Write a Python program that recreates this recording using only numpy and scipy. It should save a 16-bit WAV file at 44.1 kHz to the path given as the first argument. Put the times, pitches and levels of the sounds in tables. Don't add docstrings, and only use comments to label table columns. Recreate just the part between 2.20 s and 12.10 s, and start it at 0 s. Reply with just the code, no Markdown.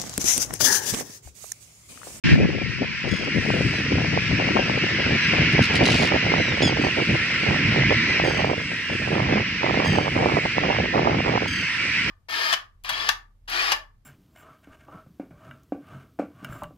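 import sys
import numpy as np
from scipy import signal
from scipy.fft import rfft, irfft, next_fast_len
from scipy.io import wavfile
from scipy.ndimage import uniform_filter1d, map_coordinates

SR = 44100
rng = np.random.default_rng(int(sys.argv[2]) if len(sys.argv) > 2 else 0)


def materialize(psi):
    bounded = np.clip(np.atleast_2d(psi).T, -1, 1)
    quanta = np.round(bounded * 32767).astype(np.int16)
    wavfile.write(sys.argv[1], SR, quanta)


N = 436590

# freq_hz, coherence
FAR_COHERENCE = [(300, 0.84), (1300, 0.65), (2200, 0.71), (4000, 0.21), (6000, 0.43), (11000, 0.48)]


def amp(db):
    return np.exp(np.asarray(db) * (np.log(10) / 20))


def unit(x):
    return x / np.sqrt(np.mean(x ** 2) + 1e-20)


def along(points, hz):
    freq_hz, values = np.transpose(points)
    return np.interp(np.log(hz + 1), np.log(freq_hz + 1), values)


def curves(rows):
    time_s, *columns = np.transpose(rows)
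    return [np.interp(np.arange(N) / SR, time_s, column) for column in columns]


def wobble(rate_hz):
    coarse = np.arange(0, N + 8, 8)
    knots = rng.standard_normal(int(N * rate_hz / SR) + 4)
    return np.interp(np.arange(N), coarse, map_coordinates(knots, [coarse * rate_hz / SR]))


def swell(length_s, attack_s, release_s):
    end_s = max(length_s, attack_s) + attack_s / 2
    t = np.arange(int((end_s + release_s) * SR)) / SR
    return np.interp(t, [0, attack_s, end_s, end_s + release_s], [0, 1, 1, 0])


def filtered(x, response):
    size = next_fast_len(N + SR // 4)
    gain = response(np.fft.rfftfreq(size, 1 / SR)).astype(np.complex64)
    return irfft(rfft(x.astype(np.float32), size) * gain, size)[..., :N]


def panned(side_db):
    gains = amp(np.array([side_db, -side_db]) / 2).reshape(2, -1)
    return gains / np.sqrt(np.mean(gains ** 2, axis=0))


def add(out, start_s, sound):
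    part = out[..., max(round(start_s * SR), 0):][..., :sound.shape[-1]]
    part += sound[..., :part.shape[-1]]


def rush(spectrum, coherence, patchy_db):
    bins = rng.standard_normal((2, 257, 2 * (N // 256 + 3))).view(complex)
    patches = uniform_filter1d(rng.standard_normal(bins.shape[1:]), size=5, axis=0)
    patches = unit(uniform_filter1d(patches, size=14, axis=1))
    pair = signal.istft(bins * amp(patchy_db * patches), nperseg=512, window="cosine")[1][:, :N]
    mid_side_power = lambda hz: 1 + np.outer([1, -1], np.clip(along(coherence, hz), -1, 1))
    mid, side = filtered(pair, lambda hz: amp(along(spectrum, hz)) * np.sqrt(mid_side_power(hz)))
    return unit(np.array([mid + side, mid - side]))


def chatter(band, rate_hz, pitch_hz, log_spread, size_db):
    out, jitter = np.zeros((2, N)), wobble(400)
    u = np.linspace(0, 1, SR // 8)
    for when, pitch, size, crest, side in rng.random((int(rate_hz * N / SR), 5)):
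        start = int(when * (N - len(u)))
        arch = 1 - .35 * (u - crest) ** 2 + .012 * jitter[start:][:len(u)]
        hz = pitch_hz * np.exp(log_spread * (2 * pitch - 1)) * arch
        phase = 2 * np.pi * np.cumsum(hz) / SR
        cry = np.sin(phase) + .8 * np.sin(2 * phase) + .5 * np.sin(3 * phase)
        add(out, start / SR, amp(size_db * size ** 2) * panned(6 * (side - .5)) * u * (1 - u) * cry)
    return unit(filtered(out, lambda hz: amp(along(band, hz))))


def voice(pitch_hz, partials):
    lead_rad = np.array([[.04], [-.04]])
    phase = 2 * np.pi * np.cumsum(pitch_hz) / SR + lead_rad
    return np.sqrt(2) * sum(amp(db) * np.sin(k * phase + rng.random() * 2 * np.pi) for k, db in partials)


def from_afar(pair):
    # freq_hz, left_lead_rad
    port_lead = [(1000, -0.7), (2000, 0.34), (3200, 1.13), (4400, 2.5), (6000, 4), (8000, 5), (11000, 3)]
    return filtered(pair, lambda hz: np.exp(.5j * np.outer([1, -1], along(port_lead, hz))))


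def twitter():
    # time_s, level_db
    levels = [(0.2, -51.5), (1.5, -41.5), (2.4, -44), (3.3, -45.5), (4.3, -51), (5.6, -61), (9.9, -51)]
    # freq_hz, density_db
    band = [(3500, -25.5), (4500, -1), (5300, -0.5), (5900, -6), (7000, -24), (9000, -52.5)]
    level_db, = curves(levels)
    chirps = chatter(band, rate_hz=20, pitch_hz=5100, log_spread=.17, size_db=8)
    return amp(level_db) * (amp(-9.5) * chirps + rush(band, FAR_COHERENCE, patchy_db=3.5))


def colony_and_grass():
    # time_s, level_db
    levels = [(0.2, -32), (0.39, -32.5), (1.28, -28), (2.9, -24.5), (3.06, -21.5), (4.58, -25.5),
              (5.98, -22.5), (6.04, -26.5), (6.22, -25.5), (6.28, -30.5), (7.6, -26.5), (7.9, -29),
              (8.46, -26.5), (8.87, -29.5), (9.19, -28.5), (9.25, -29.5), (9.57, -25), (9.9, -24.5)]
    # freq_hz, density_db
    din_band = [(590, -61.5), (1000, -19), (1200, -19.5), (1340, -8.5), (1500, -9.5), (1980, -2.5),
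                (2120, -1.5), (2800, -4), (3450, -16), (5440, -17), (7500, -40.5), (9750, -73),
                (16500, -120)]
    wash_band = [(100, -33), (250, -12), (500, -30.5), (750, -25.5), (1000, -12), (1200, -17),
                 (1500, -71.5)]
    top_band = [(2500, -30), (3800, -1), (5200, 1), (7500, 3), (9000, -3), (10500, -16), (12500, -29),
                (15500, -31)]
    level_db, = curves(levels)
    side_db = 0.7 - 0.3 * np.arange(N) / SR
    hiss = rush(din_band, FAR_COHERENCE, patchy_db=1.03)
    cries = chatter(din_band, rate_hz=45, pitch_hz=2150, log_spread=.3, size_db=8) * amp(-5)
    wash = rush(wash_band, FAR_COHERENCE, patchy_db=1.5) * amp(-21)
    top_db = -30 - 0.28 * (level_db - level_db.mean())
    top = rush(top_band, FAR_COHERENCE, patchy_db=3.0) * amp(top_db + 1.1 * wobble(4.6))
    return (hiss + cries + wash + top) * amp(level_db) * panned(side_db)


def gulls():
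    # start_s, length_s, top_hz, level_db
    mews = [(1.525, .095, 2020, -43.5), (2.02, .1, 1870, -46), (2.67, .08, 1920, -46),
            (2.76, .12, 1650, -43), (3.01, .09, 2030, -41), (4.12, .25, 1990, -41.5),
            (5.84, .16, 2030, -44), (6.33, .12, 1750, -48), (6.67, .1, 1750, -48), (7.1, .1, 1800, -47),
            (7.5, .1, 1950, -47), (8.41, .09, 1700, -48)]
    # harmonic, level_db
    partials = [(1, 2), (2, 0), (3, -5), (4, -22), (5, -33)]
    out, jitter, rasp = np.zeros((2, N)), wobble(400), wobble(120)
    for start_s, length_s, top_hz, level_db in mews:
        u = np.linspace(0, 1, int(length_s * SR))
        now = int(start_s * SR) + np.arange(len(u))
        arch = 1 - .35 * (u - .42) ** 2 - .1 * u ** 5
        pitch_hz = top_hz * (arch + 0.012 * jitter[now])
        envelope = amp(level_db + 3 * rasp[now]) * np.cbrt(np.sin(np.pi * u ** 1.4))
        add(out, start_s, envelope * voice(pitch_hz, partials))
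    return out


def sizzle(attack_s=.18, release_s=.15, flutter_hz=41, flutter_db=2.2):
    # start_s, length_s, level_db
    swells = [(1.15, .42, -53), (4.573, .75, -55.5), (6.35, .58, -56), (7.8, .5, -56), (9.42, .5, -52)]
    # freq_hz, density_db
    band = [(2500, -27), (5000, -5), (7500, 1.5), (9000, -2), (10500, -9.5), (12500, -19.5), (15500, -21.5)]
    gain = np.zeros(N)
    for start_s, length_s, level_db in swells:
        add(gain, start_s - attack_s / 2, amp(level_db) * swell(length_s, attack_s, release_s))
    flutter = np.sin(2 * np.pi * np.cumsum(flutter_hz + 3 * wobble(5.0)) / SR)
    return gain * amp(flutter_db * flutter) * rush(band, FAR_COHERENCE, patchy_db=2.0)


def squeals(flick_s=.015, edge_s=.02, flutter_hz=38, rasp_db=3):
    # start_s, length_s, start_hz, end_hz, sag_exponent, flick_ratio,
    # level_db, fade_db, flutter_db, tilt_db (per harmonic above the third)
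    notes = [(.878, .19, 1705, 1615, .7, .12, -49.5, 9, 5, -.8),
             (4.412, .1, 1705, 1500, 3, .14, -33, 6, 3, -3.6), (4.56, .03, 1560, 1520, 1, 0, -51, 1, 3, -1),
             (4.608, .085, 1535, 1505, 1, 0, -48.5, 2, 7, -1.8),
             (6.034, .21, 1650, 1525, .45, .03, -47, 7, 4, 0), (6.24, .1, 1535, 1570, 1, 0, -54, 6, 4, .3),
             (7.638, .23, 1650, 1515, .55, .03, -43, 14, 3, -.2),
             (9.27, .235, 1640, 1500, .55, .02, -45, 10, 3, .1)]
    # harmonic, level_db
    timbre = [(2, 8), (3, 6), (4, 0), (5, -8), (6, -16), (7, -19), (8, -23), (9, -22)]
    out, jitter, rasp, drift = np.zeros((2, N)), wobble(900), wobble(450), wobble(70)
    for (start_s, length_s, start_hz, end_hz, sag_exponent, flick_ratio,
         level_db, fade_db, flutter_db, tilt_db) in notes:
        t = np.arange(int(length_s * SR)) / SR
        u, now = t / length_s, round(start_s * SR) + np.arange(len(t))
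        flutter_rad = 2 * np.pi * flutter_hz * t
        flick = np.exp(-(t / flick_s) ** 4)
        waver = .006 * (np.sin(flutter_rad) + .5 * drift[now])
        hoarseness = (.014 + .06 * flick) * jitter[now]
        glide_hz = start_hz + (end_hz - start_hz) * u ** sag_exponent
        pitch_hz = glide_hz * (1 - flick_ratio * flick + waver + hoarseness)
        edges = np.clip(np.minimum(t, length_s - t) / edge_s, 0, 1)
        gain = amp(level_db - fade_db * u - flutter_db * np.cos(flutter_rad) + rasp_db * rasp[now])
        partials = [(k, db + tilt_db * max(k - 3, 0)) for k, db in timbre]
        add(out, start_s, edges * gain * voice(pitch_hz, partials))
    return out


def brushes():
    # start_s, length_s, level_db, fade_db
    touches = [(3.326, 0.013, -33, 1), (3.422, 0.011, -30, -3), (3.438, 0.034, -24.5, 11),
               (3.537, .008, -32, 1), (3.552, .032, -22.5, 9.5), (3.637, .014, -31, 4),
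               (3.655, .016, -21, 0.5), (3.672, .018, -23.5, -0.5), (3.692, 0.21, -25.5, 4.5)]
    # freq_hz, density_db
    band = [(800, -38), (2500, 7), (4500, 6.5), (6500, -5.5), (8000, -10.5), (10000, -14), (12000, -28),
            (14500, -28), (15700, -36)]
    pressure = np.zeros(N)
    for start_s, length_s, level_db, fade_db in touches:
        u = np.linspace(0, 1, int(length_s * SR))
        add(pressure, start_s, amp(level_db - fade_db * u) * (1 - u ** 12))
    grain = unit(amp(3 * wobble(450)))
    return pressure * grain * rush(band, [(2000, 1.0), (9000, 0.18)], patchy_db=-2)


def airflow(shelter, attack_s=.02, release_s=.013):
    # time_s, level_db
    breeze = [(0.05, -28), (0.13, -23.5), (0.84, -39.5), (1.42, -28), (2.68, -30), (3.78, -28.5),
              (4.14, -33.5), (4.55, -32.5), (5.07, -32.5), (5.51, -24), (6.69, -39.5), (6.99, -44.5),
              (7.4, -33), (7.67, -25.5), (8.31, -36.5), (9.02, -28), (9.57, -40.5), (9.9, -32)]
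    # time_s, base_side_db
    sides = [(0.05, 11), (0.65, 18), (1.72, -1.0), (1.89, 4.0), (4.11, -1.5), (9.18, -0.5), (9.9, -2)]
    # start_s, length_s, base_buffet_db, base_rumble_db, base_side_db
    gusts = [(0.111, 0.065, -32, -22.5, 0), (0.201, 0.088, -30, -29, 9), (0.611, 0.03, -26.5, -42, 10.0),
             (0.839, 0.054, -33.5, -24, 9.5), (0.915, 0.035, -32.5, -21, 11), (0.995, 0.13, -32, -36, 11),
             (1.143, 0.048, -33, -19.5, 6), (1.252, 0.16, -30.5, -27, 8), (1.456, 0.023, -26.5, -21, 11),
             (1.516, 0.025, -33, -30, 5), (1.585, 0.033, -29.5, -21, 7.5), (1.711, 0.13, -30.5, -26, 9),
             (1.917, 0.077, -31.5, -27.5, -2.0), (2.09, 0.054, -29.5, -28, 6), (2.192, 0.12, -27, -25, 5),
             (2.343, 0.071, -23, -30.5, 17), (2.488, 0.088, -30, -29.5, 12), (2.622, 0.042, -35, -27.5, 12),
             (2.851, 0.11, -30, -20.5, -16), (3.132, 0.1, -25.5, -23.5, 15),
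             (3.324, 0.098, -30.5, -23.5, -5), (3.503, 0.25, -26.5, -23.5, 1),
             (3.79, 0.062, -28.5, -23.5, -14), (3.91, 0.055, -24, -24, -6.5),
             (4.031, 0.18, -28.5, -24, -5.5), (4.248, 0.05, -33, -30, -9), (4.308, 0.037, -32, -24, 4),
             (4.372, 0.313, -26.5, -26.5, -18), (4.773, 0.053, -22, -28.5, -16),
             (4.881, 0.074, -29.5, -23, -0.5), (5.267, 0.095, -24, -23.5, -3.5),
             (5.552, 0.083, -24, -28, -9), (5.696, 0.042, -26.5, -30, -20), (5.888, 0.038, -33, -26, -10),
             (5.997, 0.341, -25, -29.5, -11), (6.369, 0.048, -29, -31, -18), (6.508, 0.032, -31.5, -50, 6),
             (6.697, 0.059, -31.5, -32, 13), (6.787, 0.11, -35.5, -29, -13),
             (6.907, 0.314, -26.5, -24, -5.5), (7.415, 0.466, -23.5, -38.5, -8.5),
             (7.943, 0.244, -24.5, -28.5, -4), (8.238, 0.023, -24.5, -28, -1),
             (8.364, 0.29, -24.5, -29.5, -10), (8.734, 0.266, -23, -29.5, -3.5),
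             (9.047, 0.13, -25, -30, -5.5), (9.21, 0.055, -29, -39, -13)]
    breeze_db, = curves(breeze)
    side_db, = curves(sides)
    rumble_power = amp(breeze_db + 0.5) ** 2
    flap_db = -40 + 1.04 * (breeze_db - breeze_db.mean()) + 3.8 * wobble(17)
    buffet_power = (amp(flap_db) * panned(shelter * side_db)) ** 2
    for start_s, length_s, buffet_db, rumble_db, gust_side_db in gusts:
        gust = swell(length_s, attack_s, release_s)
        onset_s = start_s - attack_s / 2
        add(rumble_power, onset_s, (gust * amp(rumble_db - 0.5)) ** 2)
        add(buffet_power, onset_s, (gust * amp(buffet_db + 2.5) * panned(shelter * gust_side_db)) ** 2)
    return np.sqrt(rumble_power) * panned(1.28 * side_db), np.sqrt(buffet_power)


def eddies(times_s, sizes, pitch_hz, width_cycles):
    offsets = np.arange(-256, 257)
    cycles = pitch_hz[:, None] * offsets / SR
    window = np.exp(-(cycles / width_cycles) ** 2)
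    swing = window * np.sin(2 * np.pi * (cycles + rng.random((len(times_s), 1))))
    at = np.clip(np.round(times_s * SR).astype(int)[:, None] + offsets, 0, N - 1)
    return np.bincount(at.ravel(), (sizes[:, None] * swing).ravel(), N)


def flapping(force_db, rate_hz=300, size_db=6.0, centre_hz=363):
    # time_s, shift_octaves
    head_on = [(0, -0.33), (3, -0.11), (6, -0.073), (7.6, 0.37), (9, 0.38), (9.9, -0.15)]
    times_s = rng.random(int(rate_hz * N / SR)) * N / SR
    size, scatter = np.clip(rng.standard_normal((2, len(times_s))), -2, 1.5)
    excess_db = force_db[(times_s * SR).astype(int)] - np.mean(force_db)
    shift_octaves = np.interp(times_s, *np.transpose(head_on))
    sharpness = np.exp(0.31 * size + 0.43 * scatter + 0.025 * excess_db)
    pitch_hz = np.clip(centre_hz * 2 ** shift_octaves * sharpness, 130, 1200)
    stream = eddies(times_s, amp(size_db * size), pitch_hz, width_cycles=0.48)
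    return unit(stream * amp(2.8 * wobble(40)))


def slaps(shelter, boost_db=6, delay_s=0.00187):
    # time_s, base_peak_db, base_side_db
    hits = [(1.302, -12.5, 10), (1.974, -9.5, -10), (2.375, -16, 9.5), (2.496, -11.5, 5),
            (3.391, -7.5, -0.5), (3.687, -9.5, -9.0), (4.138, -6.5, -12), (4.668, -12, -11),
            (5.998, -10.5, -7), (6.244, -9, -8), (6.298, -13.5, -9.0), (7.001, -11.5, -12),
            (7.784, -7, -13), (8.058, -6, -8), (8.381, -7.5, -8.5), (8.489, -14, -9.0), (8.793, -9, -15),
            (8.871, -9, -9.0), (9.063, -15, -4)]
    time_s, peak_db, side_db = np.transpose(hits)
    pitch_hz = 680 * np.exp(0.1 * rng.standard_normal(len(time_s)))
    port_sizes = amp(peak_db + boost_db) * panned(shelter * side_db)
    return np.array([eddies(time_s + delay_s, sizes, pitch_hz, width_cycles=0.32) for sizes in port_sizes])


def at_ports(pair, leak_hz=285, skew_s=0.00036, low_hz=110, high_hz=1600):
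    crossing = lambda hz: np.exp(2j * np.pi * hz * skew_s) / np.sqrt(1 + (hz / leak_hz) ** 2)
    passband = lambda hz: 1 / (1 + (hz / high_hz) ** 6) * hz ** 2 / (hz ** 2 + low_hz ** 2)
    return filtered(pair + filtered(pair[::-1], crossing), passband)


def wind():
    # freq_hz, density_db
    band = [(15, -52), (30, -26), (55, -11), (90, -3.5), (150, -1), (220, -5), (310, -9.5), (450, -23),
            (800, -44.5), (1500, -91)]
    # time_s, level_db
    shove_levels = [(.037, -22), (.07, -17), (.14, -8.5), (.18, -20), (.24, -16), (.3, -31), (.45, -42),
                    (1.1, -46), (1.3, -66)]
    shelter = 2.04
    rumble_gain, buffet_gain = airflow(shelter)
    force_db = 10 * np.log10(np.mean(buffet_gain ** 2, axis=0))
    shove_db, = curves(shove_levels)
    coherence = [(60, 0.95), (200, 0.99), (500, 0.89)]
    rumble = rumble_gain * amp(1.84 * wobble(22)) * rush(band, coherence, patchy_db=1)
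    shove = amp(shove_db) * rush(band, [(100, -1)], patchy_db=1)
    buffets = buffet_gain * np.array([flapping(force_db) for _ in range(2)])
    return rumble + shove + at_ports(buffets + slaps(shelter))


def scene():
    opening_db, settled_s, fall_s = 10, 0.17, 0.05
    opening = amp(opening_db * np.clip((settled_s - np.arange(N) / SR) / fall_s, 0, 1))
    near_wind = wind()
    far = from_afar(opening * (colony_and_grass() + twitter()) + sizzle())
    return near_wind + far + squeals() + gulls() + brushes()


def record(dry):
    ceiling, start_s, rise_s, top_hz = .92, .037, 0.0062, 15750
    rounded = dry / (1 + np.abs(dry / ceiling) ** 6) ** (1 / 6)
    switched_on = np.clip((np.arange(N) / SR - start_s) / rise_s, 0, 1)
    return filtered(rounded * switched_on, lambda hz: hz < top_hz)


dry = scene()
out = record(dry)
materialize(out)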